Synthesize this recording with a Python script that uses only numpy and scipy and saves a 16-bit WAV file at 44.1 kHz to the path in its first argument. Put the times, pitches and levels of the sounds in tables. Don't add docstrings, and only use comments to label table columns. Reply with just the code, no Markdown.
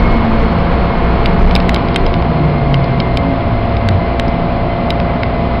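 import sys
import numpy as np
from scipy import signal
from scipy.fft import rfft, irfft
from scipy.io import wavfile

SR = 44100
rng = np.random.default_rng(int(sys.argv[2]) if len(sys.argv) > 2 else 0)


def wrap_up_sound(samples):
    columns = np.atleast_2d(samples).T
    tamed = np.clip(columns, -1, 1)
    steps = np.round(tamed * 32767).astype(np.int16)
    wavfile.write(sys.argv[1], SR, steps)


N = 246959
TIME = np.arange(N) / SR


def rolling(gear_hz):
    # t/s, level/dB
    loudness = [(0.1, -33.5), (0.9, -34), (1.5, -34), (2.4, -37), (4.91, -37.5), (5.5, -37)]
    # t/s, extra sway/dB
    jolts = [(.11, 10), (.43, 6), (1.19, 4.5), (1.43, 6.5), (1.68, 5), (2.06, 6.5)]
    # f/Hz, relative density/dB
    sway_spectrum = [(12, -13.5), (20, -3), (27, 3), (38, -6), (50, -11.5), (60, 1.5), (75, -11.5),
                     (110, -28)]
    rumble_spectrum = [(50, -13), (80, 4), (100, -0.5), (140, -3), (180, -1), (215, -5), (265, -2),
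                       (295, -9.5), (345, -5), (410, -16), (460, -7.5), (540, -20.5), (750, -17.5)]
    roar_spectrum = [(250, -8), (450, 2.5), (650, -3.5), (800, -1), (1050, 0), (1300, -4.5), (1600, -9),
                     (1950, -14), (2600, -25)]
    hiss_spectrum = [(1400, -16), (2000, 5.5), (2350, 5.5), (2600, 1), (3000, 0.5), (3400, -2.5),
                     (3700, -6), (4150, -4.5), (4600, -10.5), (5200, -15), (5500, -28.5), (5900, -35)]
    jolt_half_s = 0.099
    rolling_db = in_time(loudness)
    swing_db = rolling_db - rolling_db.mean()
    jolt_db = sum(db * np.exp(-((TIME - at_s) / jolt_half_s) ** 2) for at_s, db in jolts)
    sway = from_db(-19.5 + 1.5 * swing_db + jolt_db) * noise(sway_spectrum)
    rumble = from_db(-17.5) * (gear_hz / gear_hz.mean()) ** 0.18 * noise(rumble_spectrum)
    roar = from_db(-22 + 1.27 * swing_db + 0.5 * drift(rate_hz=18)) * noise(roar_spectrum)
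    hiss = from_db(-32.5 + 0.77 * swing_db + 0.31 * drift(rate_hz=18)) * noise(hiss_spectrum)
    return sway + rumble + roar + hiss


def gears(gear_hz):
    # multiple of main tone, level/dB re body response
    orders = [(1, -1), (2.06, -15), (2.3, -7), (3.0, -13.5)]
    brake_off_s, fade_s, unloaded_db = 3.96, 0.05, -12.5
    load_db = unloaded_db * np.clip((TIME - brake_off_s) / fade_s, 0, 1)
    out = 0
    for multiple, db in orders:
        hz = multiple * gear_hz
        out += from_db(db + load_db) * body_gain(hz) * tone(hz, unsteady=0.2, rate_hz=6)
    return out


def body_gain(hz):
    # f/Hz, width/Hz, peak level/dB
    modes = [(92.6, 9, -11), (106.5, 4.4, -19.5), (120, 8.8, -23), (136.1, 12, -11.5), (149.8, 7.3, -14.5),
             (177.7, 16, -18.5), (185.7, 4.9, -17.5), (222.8, 12, -15.5), (268, 24, -12.5),
             (344, 11, -17.5), (382, 21, -16), (425.8, 10, -18.5), (449, 15, -16), (490, 20, -21.5)]
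    return sum(from_db(db) / (1 + (2 * (hz - mode_hz) / width_hz) ** 2)
               for mode_hz, width_hz, db in modes)


def inverter(gear_hz):
    # t/s, level/dB
    loudness = [(0, -24), (.17, -33), (.27, -39.5), (.95, -36.5), (1.2, -38.5), (2.1, -41), (2.5, -36),
                (3.1, -35), (4.1, -36.5), (5.6, -38)]
    switching_hz = 2010
    whine_hz = switching_hz + 0.69 * gear_hz
    whine = from_db(in_time(loudness)) * tone(whine_hz, unsteady=0.58, rate_hz=18)
    octave_gain = from_db(-51) * (gear_hz / gear_hz.mean()) ** 0.5
    return whine + octave_gain * tone(2 * whine_hz, unsteady=0.7, rate_hz=42)


def fitting_clicks(focus_octaves=0.68, scatter_db=3.2, tail_db=-27, tail_t60_s=0.02):
    # t/s, level of first 2 ms/dB, spectral centre/Hz, t60/s
    snaps = [(1.2577, -10.5, 3100, 0.02), (1.5099, -16.5, 2800, 0.011), (1.5523, -8, 4630, 0.0097),
             (1.561, -10, 3000, 0.019), (1.6012, -17.5, 3750.0, 0.011), (1.6926, -7, 2730, 0.0087),
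             (1.7437, -11, 3050, 0.012), (1.7605, -14.5, 2950.0, 0.016), (1.885, -21, 3240.0, 0.012),
             (1.944, -22, 3930.0, 0.011), (1.9596, -6, 2270, 0.024), (2.0639, -18, 2930, 0.017),
             (2.1399, -17, 2630.0, 0.0087), (2.223, -21.5, 2330, 0.013), (2.742, -11, 2800, 0.0095),
             (2.842, -25, 4400, 0.0067), (3.001, -14, 3470, 0.018), (3.1713, -12, 3280, 0.014),
             (3.7672, -23, 3320.0, 0.016), (3.8869, -11, 2700, 0.015), (4.1966, -9, 2620, 0.005),
             (4.2809, -29.5, 5660, 0.0096), (4.9039, -10.5, 3300, 0.016), (4.9997, -18, 2320, 0.012),
             (5.2326, -12.0, 2400, 0.014)]
    # f/Hz, relative level/dB
    modes = [(1500, 4.5), (2080, 2.5), (2330, 0.5), (2700, -1), (3100, -2), (3550, -2.5), (3850, -1),
             (4400, -6.5), (4950, -2), (5350, -16)]
    out, t = np.zeros(N), TIME[:SR // 10]
    mode_hz, mode_db = np.transpose(modes)
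    signs = (-1) ** np.arange(len(modes))
    cab_band = signal.butter(2, [1800, 5000], "band", fs=SR, output="sos")
    for at_s, snap_db, centre_hz, t60_s in snaps:
        strength = signs * from_db(mode_db + scatter_db * rng.standard_normal(len(modes)))
        strength *= np.exp(-0.5 * (np.log2(mode_hz / centre_hz) / focus_octaves) ** 2)
        ring_hz = mode_hz * (1 + 0.02 * rng.standard_normal(len(modes)))
        ring = strength @ np.sin(2 * np.pi * ring_hz[:, None] * t) * from_db(-60 * t / t60_s)
        ring /= np.sqrt(np.mean(ring[:SR // 500] ** 2))
        tail = rms_one(signal.sosfilt(cab_band, rng.standard_normal(len(t))))
        tail *= from_db(tail_db - 60 * t / tail_t60_s)
        start = int(at_s * SR)
        out[start:start + len(t)] += (from_db(snap_db) * (ring + tail))[:N - start]
    return out


def auxiliary_hum(shaft_hz=29.615, blades=23, swell_db_per_s=0.61):
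    # multiple of shaft rate, level/dB
    fan_orders = [(2, -22), (4, -25.5), (8, -26), (12, -38.5), (19, -30.5), (24, -31), (25, -34),
                  (30, -40.5)]
    # f/Hz, start level/dB, end level/dB, unsteadiness/0-1
    auxiliaries = [(170.9, -20.5, -25.5, 0.85), (542, -45, -32, .4), (620.3, -41.5, -28.5, .45),
                   (633, -39.5, -32.5, 0.8), (812.4, -36.5, -34.5, 0.2), (998, -39.5, -37.5, 0.5),
                   (1101, -39.5, -39, 0.1)]
    blade = from_db(-25.5 + swell_db_per_s * TIME) * tone(blades * shaft_hz, unsteady=0.098, rate_hz=5.4)
    fan = sum(from_db(db) * tone(multiple * shaft_hz, unsteady=0.39, rate_hz=4.2)
              for multiple, db in fan_orders)
    others = sum(from_db(np.linspace(start_db, end_db, N)) * tone(hz, unsteady, rate_hz=4.9)
                 for hz, start_db, end_db, unsteady in auxiliaries)
    return blade + fan + others


def tone(hz, unsteady, rate_hz):
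    wander = (drift(rate_hz) + 1j * drift(rate_hz)) / np.sqrt(2)
    paths = np.sqrt(1 - unsteady ** 2) + unsteady * wander
    turns = np.cumsum(hz * np.ones(N)) / SR + rng.random()
    return np.sqrt(2) * np.real(paths * np.exp(2j * np.pi * turns))


def noise(spectrum):
    hz = np.maximum(np.arange(N // 2 + 1) * SR / N, 1)
    point_hz, point_db = np.transpose(spectrum)
    gain = from_db(np.interp(np.log(hz), np.log(point_hz), point_db))
    skirts = np.minimum(1, np.minimum(hz / point_hz[0], point_hz[-1] / hz)) ** 4
    return rms_one(irfft(rfft(rng.standard_normal(N)) * gain * skirts, N))


def drift(rate_hz):
    hz = np.arange(N // 2 + 1) * SR / N
    return rms_one(irfft(rfft(rng.standard_normal(N)) / (1 + (hz / rate_hz) ** 2), N))


def in_time(curve):
    return np.interp(TIME, *np.transpose(curve))


def from_db(db):
    return 10 ** (np.asarray(db) / 20)


def rms_one(x):
    return x / np.sqrt(np.mean(np.abs(x) ** 2) + 1e-20)


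def scene():
    # t/s, main gear tone/Hz
    slowing = [(0, 233.2), (1.5, 184), (2.4, 151.5), (3.2, 120.3), (3.6, 107), (3.95, 93), (5.6, 52)]
    gear_hz = in_time(slowing)
    return (rolling(gear_hz) + gears(gear_hz) + inverter(gear_hz)
            + auxiliary_hum() + fitting_clicks())[None]


def record(dry, mic_edge_hz=5900, overload=0.74, cutoff_hz=16000):
    narrow = signal.sosfilt(signal.cheby1(14, 0.3, mic_edge_hz, fs=SR, output="sos"), dry)
    clipped = narrow / (1 + np.abs(narrow / overload) ** 20) ** (1 / 20)
    return signal.sosfilt(signal.ellip(8, 0.3, 70, cutoff_hz, fs=SR, output="sos"), clipped)


dry = scene()
out = record(dry)
wrap_up_sound(out)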